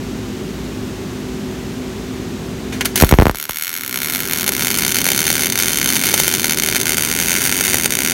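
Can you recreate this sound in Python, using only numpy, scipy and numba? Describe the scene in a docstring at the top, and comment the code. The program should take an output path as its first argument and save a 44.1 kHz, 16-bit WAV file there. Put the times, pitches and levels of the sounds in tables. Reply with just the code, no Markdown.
"""Tack welding in a droning workshop

Fans and motor lines drone as filtered noise and wavering sines; a wire scratches thin steel in fizzing bursts.
The arc catches with blasts, falling-pitch thumps that kick the phone's microphone, then settles into a crackle:
the wire dips into the pool roughly 55 to 115 times a second, even when slow, ragged when fast, and at times sticks.
Each re-ignition is an impulse with a spray of noise, ringing the space between plate, torch and mask."""
import sys
import numpy as np
from scipy import signal
from scipy.fft import rfft, irfft, next_fast_len
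from scipy.io import wavfile
from scipy.ndimage import uniform_filter1d
from numba import njit

SR = 44100
rng = np.random.default_rng(int(sys.argv[2]) if len(sys.argv) > 2 else 0)


def persist_wave(psi):
    """Save psi, clipped to +-1, as 16-bit WAV."""
    counts = np.round(np.clip(psi, -1, 1) * 32767).astype(np.int16)
    wavfile.write(sys.argv[1], SR, np.atleast_2d(counts).T)


N = 358533
T = np.arange(N) / SR  # time axis [s]
ARC_START_S, SETTLED_S = 3.0, 3.357  # the arc catches; the wire begins to dip evenly
EVEN_RATE, RAGGED_RATE = 60, 100  # dips a second: slow dipping is even, fast dipping is ragged
ESCAPE_S = 0.011  # time in which a snap escapes from the open-sided nook
TOP_HZ = 15900  # where the phone cuts the top

# Colour of the workshop fans: (frequency [Hz], relative level [dB per Hz])
FAN_COLOUR = [(20, -40), (42, -12.5), (56, -7), (78, -6.5), (110, -5.5), (250, -5.5), (400, -8.5),
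              (500, -14.5), (750, -19), (1400, -22), (3600, -25.5), (5000, -29), (6500, -28.5),
              (10400, -38.5), (11500, -36.5), (15500, -41)]
# Resonances of the ventilation ducts: (frequency [Hz], width at -6 dB [Hz], level [dB])
DUCT_MODES = [(161, 16, -39), (200, 23, -38), (323, 110, -37.5), (389, 43, -37.5)]
# Lines of motors and transformer, before they waver and sag: (frequency [Hz], level [dB])
MOTOR_LINES = [(59, -39.5), (108, -38.5), (210, -36.5), (253, -31.5), (377, -37.5), (775, -56)]
# The wire touches and sputters before the arc holds:
# (time [s], relative level [dB], rise [s], decay [s], treble share [gain])
WIRE_SPUTTERS = [(2.72, -17.5, 0.0072, 0.036, 0.053), (2.808, -2.5, 0.00057, 0.0085, 0.086),
                 (2.847, -13.5, 0.0017, 0.025, 0.34), (2.853, -8, .003, 0.0042, 1),
                 (2.9569, -3.5, 0.00036, 0.0078, 0.85), (2.9745, -9.5, 0.00054, .005, 0.96),
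                 (2.966, -19, 0.022, 0.065, 0.85)]
# Resonances of the space round the arc at the start, middle and end of the seam:
# (frequency [Hz], width [Hz], relative level [dB])
NOOK_START_MODES = [(1397, 200, 0.5), (2194, 130, -3), (2360, 33, -24.5), (3040, 130, -7.5),
                    (3570, 200, -6.5), (4270, 240, -4), (4800, 140, -23), (5640, 120, 0), (6400, 97, -1.5),
                    (6690, 45, 3), (7890, 43, 0), (9100, 290, -7), (10050, 150, -1), (11200, 200, -6),
                    (11840, 170, 0.5), (12700, 320, -1), (12200, 130, -11), (13280, 82, 6), (14100, 44, -6),
                    (14700, 79, -1)]
NOOK_MIDDLE_MODES = [(1460, 130, -4), (2218, 160, -6.5), (3080, 87, -6), (3622, 85, -4.5), (4256, 49, -2),
                     (4670, 90, -3.5), (5290, 41, -6), (5720, 62, -2.5), (6307, 150, 2), (7100, 27, 0.5),
                     (8650, 130, -2.5), (9200, 76, -12), (9930, 190, -3.5), (11240, 370, -6.5),
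                     (11900, 76, -12), (12100, 77, -12), (11900, 99, -3), (13400, 110, -4),
                     (13700, 77, -15), (14700, 49, -32)]
NOOK_END_MODES = [(1456, 145, -3), (2180, 260, -6.5), (2600, 169, -12.5), (3040, 88, -7), (3650, 69, -3.5),
                  (4310, 69, -8), (4690, 190, -4.5), (5750, 65, 0), (6336, 170, 2), (6960, 170, -4.5),
                  (6800, 60, -7), (8560, 170, -1), (9120, 120, -2.5), (9930, 220, -6), (11000, 300, -4),
                  (12040, 140, -2.5), (12200, 70, -15), (12900, 360, -8), (14200, 260, -7)]
# Broad colour of a snap: (frequency [Hz], relative level [dB])
SNAP_TONE = [(60, -20), (250, -9.5), (600, -0.5), (950, 1), (1220, -5.5), (1450, 0.5), (1800, 4.5),
             (2600, 5), (4000, 1), (7500, -1), (11500, 1.5), (13700, -0.5), (16000, 5)]
# The burning arc between snaps: (time [s], relative level [dB])
ARC_LEVEL = [(3.03, -21), (3.14, -26), (3.37, -37), (3.91, -29), (4.11, -24), (4.48, -21), (4.69, -21.5),
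             (5.71, -19.5), (6.24, -16.5), (6.48, -26.5), (6.96, -21), (7.11, -20), (7.66, -15.5),
             (7.83, -25), (8.13, -24)]
# Pops that stand out of the crackle: (time [s], relative level [dB])
LOUD_POPS = [(3.0008, -7), (3.0115, -7), (3.0222, -3), (3.0463, -9), (3.0917, -10), (3.1128, -10),
             (3.4265, -12.5), (3.4947, -15), (3.571, -10), (3.6232, -7.5), (3.679, -10.5), (3.74, -12.5),
             (3.9427, -12.5), (4.0319, -12), (4.159, -11), (4.3341, -6), (4.3853, -13), (4.4782, -5),
             (4.4912, -4), (4.67, -7), (4.8492, -7), (4.9859, -5.5), (5.0658, -6), (5.088, -4.5),
             (5.1176, -6), (5.3023, -5), (5.6823, -6.5), (5.7856, -10), (6.14, 0.5), (6.1995, -1),
             (6.2795, -3), (6.4437, -5), (6.6352, -6), (6.6868, -6), (6.7645, -6), (6.8934, -5),
             (6.9817, -5.5), (7.2003, -7), (7.3171, -8), (7.5248, -7), (7.6091, -5.5), (7.7433, -2),
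             (7.8444, -9), (7.858, -1), (7.9225, -8.5), (7.9887, -7.5)]
# Blasts of the unsteady young arc: (time [s], relative size [dB])
ARC_BLASTS = [(3.01, -15), (3.024, 4), (3.0365, 5.5), (3.112, -9), (3.1245, 8), (3.1392, 0), (3.187, 10),
              (3.2, -0.5), (3.2127, -6.5), (3.2218, 3.5), (3.2313, -14), (3.2555, 0), (3.268, 5),
              (3.282, -13), (3.296, 3), (3.312, -18), (3.347, -12), (3.495, -3.5)]
# The wire sticks in the pool and the crackle falters; once settled, a snap frees it: (start [s], end [s])
WIRE_STALLS = [(3.315, 3.346), (3.46, 3.493), (4.442, 4.464), (4.5, 4.521), (4.929, 4.945), (5.022, 5.043),
               (5.471, 5.5), (5.506, 5.523), (5.535, 5.556), (5.562, 5.576), (6.555, 6.573), (6.604, 6.622),
               (6.784, 6.801), (6.836, 6.856), (6.951, 6.97), (7.866, 7.906)]
# Pace of the short circuits: (time [s], rate [dips per second])
DIP_PACE = [(3.35, 67), (3.77, 93), (3.89, 60.7), (4.25, 97), (4.31, 80), (4.43, 91), (4.55, 66),
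            (4.73, 99.6), (4.85, 67.3), (5.03, 109), (5.09, 60), (5.27, 84.6), (5.39, 70), (5.51, 100.4),
            (5.87, 63), (5.93, 100.6), (6.71, 74), (6.77, 115), (6.89, 72), (7.67, 102), (7.79, 70),
            (7.85, 109), (7.97, 53.7), (8.13, 92)]
# Ordinary snaps as the pool heats up: (time [s], relative level [dB])
POOL_HEAT = [(3.35, -14.5), (3.65, -12.5), (3.82, -17), (3.98, -12.5), (4.4, -14), (4.8, -9.5), (5.8, -10),
             (8.13, -11)]


def undb(db):
    """Decibels to gain."""
    return 10 ** (np.asarray(db) / 20)


def unit(x):
    """Scale to rms 1."""
    return x / np.sqrt(np.mean(x ** 2))


def curve(rows):
    """Join (time, value) rows by straight lines."""
    return np.interp(T, *np.transpose(rows))


def colour(points, hz):
    """Gain of a (Hz, dB) spectrum, drawn over log frequency."""
    f, db = np.transpose(points)
    return undb(np.interp(np.log(hz + 1), np.log(f), db))


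def noise(gain_at):
    """Noise of rms 1 with the spectrum gain_at(Hz)."""
    size = next_fast_len(N, True)
    spectrum = rfft(rng.standard_normal(size)) * gain_at(np.fft.rfftfreq(size, 1 / SR))
    return unit(irfft(spectrum, size)[:N])


def bell(hz, centre, width):
    """Gain of one resonance, 3 dB down across its width."""
    return 1 / np.sqrt(1 + (2 * (hz - centre) / width) ** 2)


def walk(rate):
    """Smooth random wander of rms 1, with a new target `rate` times a second."""
    k = int(SR / rate)
    steps = np.repeat(rng.standard_normal(N // k + 1), k)
    return unit(uniform_filter1d(steps, k)[:N])


def lowpass(x, hz, order=2):
    """Butterworth low-pass."""
    return signal.sosfilt(signal.butter(order, hz, fs=SR, output="sos"), x)


def ring(x, response):
    """Pass a sound through an impulse response."""
    return signal.fftconvolve(x, response)[:N]


def strikes(times, sizes):
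    """A train of single impulses."""
    samples = np.clip(np.asarray(times) * SR, 0, N).astype(int)
    return np.bincount(samples, sizes, N + 1)[:N]


def tail(seconds):
    """Decaying noise of energy 1."""
    t = T[:SR // 2]
    y = rng.standard_normal(len(t)) * np.exp(-t / seconds)
    return y / np.linalg.norm(y)


def workshop(air_db=-28.5, waver=0.14, wander=0.68, sag_db=-3):
    """Fan noise, rumbling ducts and wavering motor lines, which sag a little once the arc draws current."""
    air = undb(air_db) * noise(lambda hz: colour(FAN_COLOUR, hz))
    ducts = sum(undb(db) * noise(lambda hz: bell(hz, f, w) ** 2) for f, w, db in DUCT_MODES)
    lines = np.zeros(N)
    for f, db in MOTOR_LINES:
        phase = 2 * np.pi * f * T + waver * walk(13) + wander * walk(2.01)
        lines += undb(db + 2 * walk(7)) * np.sqrt(2) * np.sin(phase)
    load = np.clip((T - ARC_START_S) * 10, 0, 1)
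    return air + ducts + undb(sag_db * load) * lines


def sputters():
    """Short fizzing bursts as the wire scratches the plate, each with its own share of treble."""
    fizz = rng.standard_normal(N)
    dull = lowpass(fizz, 2700, order=1)
    out = np.zeros(N)
    for start, db, rise, decay, treble in WIRE_SPUTTERS:
        age = np.maximum(T - start, 0)
        envelope = np.minimum(age / rise, 1) * np.exp(-np.maximum(age - rise, 0) / decay)
        out += undb(db) * envelope * (dull + treble * (fizz - dull))
    return out


def nook(modes, direct_db, bounce=0.42, size=4096):
    """Causal response of the space between plate, torch and mask: a direct crack and its resonances."""
    hz = np.fft.rfftfreq(size, 1 / SR)
    power = undb(direct_db) ** 2 + sum((undb(db) * bell(hz, f, w)) ** 2 for f, w, db in modes)
    # folding the cepstrum forward gives minimum phase: the energy comes as early as it can
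    cepstrum = irfft(np.log(np.sqrt(power) * colour(SNAP_TONE, hz)))
    cepstrum[1:size // 2] *= 2
    cepstrum[size // 2 + 1:] = 0
    spectrum = np.exp(rfft(cepstrum))
    # all-passes: the pressure swings up, then down, and bounces once more off the steel beside it
    for lag, share in [(1, .55), (10, -bounce)]:  # lag in samples
        delay = np.exp(-2j * np.pi * hz * lag / SR)
        spectrum = spectrum * (share - delay) / (1 - share * delay)
    # the nook is open at the sides, so the sound escapes after a few passes
    response = irfft(spectrum) * np.exp(-(T[:size] / ESCAPE_S) ** 2)
    return response / np.linalg.norm(response)


def arc(room_db=-17, room_decay_s=0.047):
    """Scratches, crackle and hiss ring the nook, which changes as the torch moves; the shop answers faintly."""
    # the first scratches fall while the torch still stands clear of the seam
    near = ring(sputters(), nook(NOOK_MIDDLE_MODES, direct_db=-10))
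    source = crackle()
    # place on the seam: 0 start, 1 middle, 2 end
    travel = np.interp(T, [3.9, 5.0, 6.4, 7.5], [0, 1, 1, 2])
    for place, modes in enumerate((NOOK_START_MODES, NOOK_MIDDLE_MODES, NOOK_END_MODES)):
        nearness = np.maximum(1 - np.abs(travel - place), 0)
        near = near + ring(source * nearness, nook(modes, direct_db=-14.5))
    return near + undb(room_db) * ring(lowpass(near, 6300, order=1), tail(room_decay_s))


def burning():
    """1 while the arc burns, 0 before it catches and while the wire sticks."""
    return (T > ARC_START_S) * np.prod([(T < a) | (T > b) for a, b in WIRE_STALLS], axis=0)


def crackle(snap_db=21.5, blast_snap_db=-19, touch_db=-18, short_s=0.004, short_db=-7, stall_db=-9,
            hiss_db=-7.3, flicker_db=4.0, tick_db=16, tick_spread_db=15, ticks_per_s=150,
            spatter_db=-6.5, spatter_s=0.0033):
    """The wire touches with a faint tick, the hiss drops during the short, then the arc snaps and spatters."""
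    times, db = np.transpose(LOUD_POPS + [(s, blast_snap_db) for s, size in ARC_BLASTS])
    snaps = undb(snap_db) * (strikes(times, undb(db)) + dips(curve(DIP_PACE)))
    at = np.flatnonzero(snaps)
    # each short lasts 0.5 to 1.5 times short_s before its snap
    touched = T[at] - short_s * (.5 + rng.random(len(at)))
    shorted = np.cumsum(strikes(touched, np.ones(len(at))) - (snaps != 0)) > .5
    drop_db = np.minimum(short_db * shorted, stall_db * (1 - burning()))
    burn = undb(curve(ARC_LEVEL) + drop_db) * (T > ARC_START_S)
    hiss = burn * undb(hiss_db + flicker_db * walk(200)) * rng.standard_normal(N)
    # fine ticks at random moments and of random size
    tick_sizes = undb(tick_db + tick_spread_db * (rng.random(N) - .5))
    ticks = burn * (rng.random(N) < ticks_per_s / SR) * tick_sizes
    touches = strikes(touched, undb(touch_db) * snaps[at])
    pops = snaps + ticks - touches
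    # each burst of the molten bridge throws off a brief spray, so no two snaps have the same colour
    spray = np.sqrt(np.abs(ring(pops ** 2, tail(spatter_s) ** 2))) * rng.standard_normal(N)
    return pops + hiss + undb(spatter_db) * spray


def plate(knock_db=-5, low_hz=580, high_hz=830, ring_s=0.0017):
    """Pops knock a short dull note from the clamped plate; squared sizes let only the hardest stand out."""
    times, db = np.transpose(LOUD_POPS)
    t = T[:SR // 20]
    note = (np.sin(2 * np.pi * low_hz * t) + np.sin(2 * np.pi * high_hz * t)) * np.exp(-t / ring_s)
    return undb(knock_db) * ring(strikes(times, undb(db) ** 2), note)


def blasts(low_hz=42, glide_hz=360, glide_s=0.00324, front_hz=900, front_s=0.00053,
           kick=1.36, kick_s=0.0011, swing=0.95, swing_s=0.019, edge_hz=4800, cut_hz=24,
           roar_db=-20, roar_hz=1300, roar_s=0.009):
    """A steep front and short rough roar kick the microphone, which swings back ever more slowly."""
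    t = T[:SR // 4]
    hz = low_hz + glide_hz * np.exp(-t / glide_s) + front_hz * np.exp(-t / front_s)
    fade = kick * np.exp(-t / kick_s) + swing * np.exp(-t / swing_s)
    thump = np.cos(2 * np.pi * np.cumsum(hz) / SR) * fade
    thump = thump - lowpass(thump, cut_hz, order=1)
    times, db = np.transpose(ARC_BLASTS)
    blows = strikes(times, undb(db))
    rumble = unit(lowpass(rng.standard_normal(N), roar_hz))
    roar = undb(roar_db) * ring(blows, np.exp(-t / roar_s)) * rumble
    return lowpass(ring(blows, thump) + roar, edge_hz)


def dips(rate, jitter_s=0.0015, even_db=1.5, ragged_db=3.3, hurry_db=-3, stuck_db=-12, freeing_db=-0.5):
    """Snaps at the wire's pace, restarting at every pop and stall; hurried ones are weaker and more ragged."""
    turns = np.cumsum(rate) / SR  # dips counted so far
    freed = [SETTLED_S] + [end for start, end in WIRE_STALLS if start > SETTLED_S]
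    restarts = np.sort(freed + [s for s, db in LOUD_POPS if s > SETTLED_S] + [T[-1]])
    marks = np.interp(restarts, T, turns)
    # fit a whole number of dips between restarts
    runs = [np.linspace(a, b, max(round(b - a), 1), endpoint=False)[1:] for a, b in zip(marks, marks[1:])]
    times = np.interp(np.concatenate(runs), turns, T)
    hurry = np.clip((np.interp(times, T, rate) - EVEN_RATE) / (RAGGED_RATE - EVEN_RATE), 0, 1)
    # a bigger drop of molten wire snaps louder and, in a hurry, parts later
    drop = np.sqrt(3) * rng.uniform(-1, 1, len(times))
    spread_db = even_db + (ragged_db - even_db) * hurry
    stuck = 1 - np.interp(times, T, burning())
    db = hurry_db * hurry + spread_db * drop + stuck_db * stuck
    running = strikes(times + jitter_s * hurry * drop, undb(db))
    freeing = strikes(freed, np.full(len(freed), undb(freeing_db)))
    return undb(curve(POOL_HEAT)) * (running + freeing)


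def scene():
    """The shop, the blasts, the knocked plate and the arc."""
    return (workshop() + blasts() + plate() + arc())[None]


@njit
def follow(x, attack, release):
    """Envelope follower with separate rise and fall times in seconds."""
    y, e = np.empty(len(x)), 0.
    for i in range(len(x)):
        e += (x[i] - e) / (SR * (attack if x[i] > e else release))
        y[i] = e
    return y


def wind_filter(x, all_db=-7, depth_db=-17, rumble_db=-5, split_hz=900, lag_s=0.21, hold_s=0.12,
                attack_s=0.15, release_s=0.31):
    """Takes overloading bass for wind: after a moment it ducks all, lows most, and lets go slowly."""
    overload = np.abs(lowpass(x, 150)) > .45
    total = np.cumsum(overload)
    # 1 if any overload fell in the hold window that ended lag_s ago
    held = 1. * (np.interp(T - lag_s, T, total) > np.interp(T - lag_s - hold_s, T, total))
    duck = follow(held, attack_s, release_s)
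    # the deepest rumble is kept down for much longer than the rest of the bass
    long_duck = follow(held, attack_s, 10.0)
    for hz, cut_db in [(split_hz, depth_db * duck), (85, rumble_db * long_duck)]:
        bass = lowpass(lowpass(x, hz)[::-1], hz)[::-1]  # both ways, so nothing shifts in time
        x = x - bass * (1 - undb(cut_db))
    return x * undb(all_db * duck)


def squeeze(x, threshold_db=-3.0, attack_s=0.0037, release_s=0.17):
    """A 2:1 compressor: a blast pushes everything down for a moment."""
    over = follow(np.abs(x), attack_s, release_s) / undb(threshold_db)
    return x / np.sqrt(np.maximum(over, 1))


def record(dry):
    """The phone filters wind, compresses the blasts, flattens the highest peaks and cuts the top."""
    x = squeeze(wind_filter(dry[0]))
    x = x / (1 + x ** 12) ** (1 / 12)
    return signal.sosfilt(signal.ellip(10, .2, 70, TOP_HZ, fs=SR, output="sos"), x)[None]


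dry = scene()
out = record(dry)
persist_wave(out)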